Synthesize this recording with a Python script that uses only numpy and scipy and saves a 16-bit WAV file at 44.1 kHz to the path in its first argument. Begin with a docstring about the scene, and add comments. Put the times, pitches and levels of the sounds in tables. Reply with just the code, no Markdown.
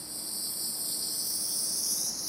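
"""Cold helium hisses from the open end of a transfer line as it is swung upright in a laboratory.
The jet is noise in three broad arches parted by gaps; they slide upward as the flow grows and the tip turns.
A weak shoulder flickers beneath them, the flow flutters, and nearby surfaces return five delayed copies.
Behind lie ventilation (coloured noise) and machines (wavering tones). One microphone, the same in both channels."""
import sys
import numpy as np
from scipy import signal
from scipy.fft import rfft, irfft
from scipy.io import wavfile

SR = 44100
rng = np.random.default_rng(int(sys.argv[2]) if len(sys.argv) > 2 else 0)


def master(y):
    """Save y as 16-bit WAV."""
    cut = np.clip(np.atleast_2d(y).T, -1, 1)
    pcm = np.round(cut * 32767)  # scale
    wavfile.write(sys.argv[1], SR, pcm.astype(np.int16))


N = 100768
T = np.arange(N) / SR   # seconds

# Machine and mains hum. 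Each row: pitch in Hz, mean level in dB.
HUM_TONES = [(58.8, -68.5), (120, -69), (226, -70.5), (308.6, -58)]
HUM_WAVER_DB, HUM_WANDER_HZ = 1.1, 0.71

# Colour of the ventilation. Each row: frequency in Hz, relative density in dB per Hz.
AIR_COLOUR = [(20, -25), (42, -17), (70, -12.5), (110, -10), (165, -1), (225, 1.5), (275, -6.5),
              (320, -1.5), (400, -6), (750, -8), (1300, -14.5), (2000, -18.5), (2800, -23.5), (6000, -21),
              (15000, -53)]
# Ventilation at the microphone. Each row: time in seconds, level in dB.
AIR_LEVEL = [(0, -50.5), (1.8, -49), (2.0, -48.5), (2.28, -48)]

# Reflections off nearby surfaces. Each row: delay behind the direct sound at the start in seconds,
# the same at the end in seconds, level against the direct sound in dB.
REFLECTIONS = [(.0014, 0.0019, -17.5), (.0031, 0.0036, -17.5), (.0074, 0.0042, -16.5),
               (0.0136, 0.011, -17.5), (.023, 0.016, -11)]

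# Edges of the two lower humps of the hiss. Each row: time in seconds, foot of the low hump in Hz,
# top of the low hump in Hz, foot of the middle hump in Hz.
HUMP_EDGES = [(0, 3620, 6430, 7060), (.45, 3650, 6350, 7020), (.65, 3734, 6310, 6880),
              (1.05, 3590, 6500, 6800), (1.25, 3660, 7060, 6920), (1.43, 3760, 7110, 7150),
              (1.7, 3800, 7260, 6900), (1.87, 3990, 7630, 7170), (2.1, 4370, 7650, 6830),
              (2.2, 3900, 7750, 7400), (2.28, 3760, 7560, 7920)]
# Narrow gap between the middle and the high hump. Each row: time in seconds, frequency in Hz.
HIGH_GAP = [(0, 11050), (.5, 11050), (1.15, 11350), (1.3, 11700), (1.43, 12350), (1.7, 12350), (1.9, 13600),
            (2.05, 13350), (2.28, 13300)]
HIGH_TOP_RATIO = 1.397   # top of the high hump, relative to the high gap
LEAN_DB_PER_HZ = 0.0025   # the middle hump leans toward the treble as the high gap rises

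# Hump levels before trim and flutter. Each row: time in seconds, low in dB, middle in dB, high in dB.
HUMP_LEVELS = [(0.0, -45.5, -40, -52), (0.04, -47, -44, -53), (0.15, -44.5, -39, -49),
               (0.49, -38.5, -35.5, -44.5), (0.52, -44, -37.5, -43), (0.65, -37.5, -35, -43.5),
               (0.78, -42, -37.5, -43.5), (0.87, -39, -35, -41.5), (1.05, -36.5, -35.5, -45),
               (1.17, -37, -35.5, -42.5), (1.21, -35.5, -35, -46), (1.25, -36.5, -35.5, -38),
               (1.4, -35.5, -33.5, -44), (1.55, -36, -33.5, -42.5), (1.9, -33.5, -33.5, -50.5),
               (1.92, -32.5, -31, -48), (1.99, -33.5, -35.5, -52), (2.08, -32.5, -36, -50),
               (2.13, -37, -46, -66), (2.28, -36, -36.5, -52)]
# Shape of the low, middle and high hump. Each row: trim in dB, steepness of the flanks (an exponent),
# tilt from lower to upper edge in dB.
HUMP_SHAPES = [(0, 1.95, -9), (0, 1.56, -6), (1.5, 1.4, -18)]

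# Weaker, narrow shoulder under the low hump. Each row: time in seconds, centre in Hz,
# level before flicker in dB.
SHOULDER = [(0, 3440, -72.5), (.7, 3440, -66.5), (.87, 3550, -62), (1.2, 3350, -62.5), (1.42, 3470, -63),
            (1.48, 3300, -59), (1.55, 3560, -55), (1.78, 3700, -66.5), (1.88, 3450, -59.5),
            (2.02, 3950, -55.5), (2.15, 4230, -57), (2.28, 4070, -47.5)]
SHOULDER_WIDTH_HZ, SHOULDER_FLICKER_DB, SHOULDER_FLICKER_PER_S = 890, 3, 9.8

FLUTTER_DB, FLUTTER_PER_S = 0.25, 24   # unsteadiness of the whole jet
SPUTTER_DB, SPUTTER_PER_S = 0.9, 310   # its fine grain
OWN_FLUTTER_DB, OWN_FLUTTER_PER_S = 0.83, 35   # each main hump on its own

CUTOFF_HZ = 15750


def from_db(db):
    """Decibels to amplitude gain."""
    return 10 ** (np.asarray(db) / 20)


def rms_one(x):
    """Scale to an rms of 1."""
    return x / np.sqrt(np.mean(x ** 2) + 1e-20)


def in_time(rows, t):
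    """The columns of a time table, drawn as straight lines between its rows, at times t."""
    seconds, *columns = np.transpose(rows)
    return [np.interp(t, seconds, column) for column in columns]


def drift(rate):
    """Smooth random wander with a spread of about 1: noise through two equal low-pass poles at rate (Hz)."""
    step = 20   # samples between points of the slow curve
    pole = np.exp(-2 * np.pi * rate * step / SR)
    noise = rng.standard_normal(N // step + 4002)
    slow = signal.lfilter([1], [1, -2 * pole, pole * pole], noise)[4000:]   # settled part only
    return np.interp(np.arange(N) / step, np.arange(len(slow)), rms_one(slow))


def machines():
    """Hum of mains and machines: sine tones that waver gently in level and pitch."""
    hum = np.zeros(N)
    for hz, db in HUM_TONES:
        gain = np.sqrt(2) * from_db(db + HUM_WAVER_DB * drift(4.2))   # sqrt(2): the level is an rms
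        pitch = hz + HUM_WANDER_HZ * drift(2.3)
        cycles = rng.random() + np.cumsum(pitch) / SR
        hum += gain * np.sin(2 * np.pi * cycles)
    return hum


def ventilation():
    """Low rush of air: noise with a fixed colour, its level rising slightly."""
    hz, db = np.transpose(AIR_COLOUR)
    bins_hz = np.fft.rfftfreq(N, 1 / SR) + 1e-9
    colour = from_db(np.interp(np.log(bins_hz), np.log(hz), db))
    rush = irfft(rfft(rng.standard_normal(N)) * colour, N)
    level_db, = in_time(AIR_LEVEL, T)
    return from_db(level_db) * rms_one(rush)


def laboratory(direct):
    """Direct sound plus reflections whose paths change as the tip moves, scaled to keep overall power."""
    oversampling = 4   # a fine grid keeps the gliding delays clean
    fine = signal.resample_poly(direct, oversampling, 1)
    fine_t = np.arange(len(fine)) / (oversampling * SR)
    total, power = direct, 1
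    for first, last, db in REFLECTIONS:
        delay = np.linspace(first, last, N)
        total = total + from_db(db) * np.interp(T - delay, fine_t, fine, left=0)
        power += from_db(db) ** 2
    return total / np.sqrt(power)


def hump(low, high, steepness, tilt_db, size=512):
    """Turbulence as noise in an arch-shaped band between two moving edges (Hz); rms 1."""
    frames = dict(nperseg=size, noverlap=size - size // 4)
    hz, t, noise = signal.stft(rng.standard_normal(N), SR, **frames)
    low, high, tilt_db = (np.interp(t, T, np.broadcast_to(curve, N)) for curve in (low, high, tilt_db))
    across = np.clip((hz[:, None] - low) / (high - low), 0, 1)   # 0 at the lower edge, 1 at the upper
    arch = (np.abs(np.sin(np.pi * across)) + 1e-9) ** steepness
    arch = arch * from_db(tilt_db * across)
    arch = arch / np.sqrt(np.mean(arch ** 2, axis=0))   # equal power in every frame
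    return rms_one(signal.istft(noise * arch, SR, **frames)[1][:N])


def shoulder():
    """Flickering narrow band of turbulence around the foot of the low hump."""
    centre, level_db = in_time(SHOULDER, T)
    half = SHOULDER_WIDTH_HZ / 2
    flicker_db = SHOULDER_FLICKER_DB * drift(SHOULDER_FLICKER_PER_S)
    return from_db(level_db + flicker_db) * hump(centre - half, centre + half, steepness=0.8, tilt_db=1)


def jet():
    """Escaping gas: three humps and the shoulder flutter together, each hump also a little on its own."""
    low_foot, low_top, middle_foot = in_time(HUMP_EDGES, T)
    high_gap, = in_time(HIGH_GAP, T)
    lean = LEAN_DB_PER_HZ * (high_gap - high_gap[0])
    # lower edge, upper edge, added tilt in dB
    bands = [(low_foot, low_top, 0), (middle_foot, high_gap, lean), (high_gap, high_gap * HIGH_TOP_RATIO, 0)]
    hiss = shoulder()
    for band, level_db, shape in zip(bands, in_time(HUMP_LEVELS, T), HUMP_SHAPES):
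        low, high, lean_db = band
        trim_db, steepness, tilt_db = shape
        own_db = OWN_FLUTTER_DB * drift(OWN_FLUTTER_PER_S)
        hiss = hiss + from_db(level_db + trim_db + own_db) * hump(low, high, steepness, tilt_db + lean_db)
    shared_db = FLUTTER_DB * drift(FLUTTER_PER_S) + SPUTTER_DB * drift(SPUTTER_PER_S)
    return hiss * from_db(shared_db)


def scene():
    """The background and the jet in its room, the same in both channels."""
    mono = machines() + ventilation() + laboratory(jet())
    return np.array([mono, mono])


def record(dry):
    """The treble ends steeply at the cutoff: an elliptic low-pass with 0.1 dB ripple, 80 dB down above."""
    return signal.sosfilt(signal.ellip(12, 0.1, 80, CUTOFF_HZ, fs=SR, output="sos"), dry)


dry = scene()
out = record(dry)
master(out)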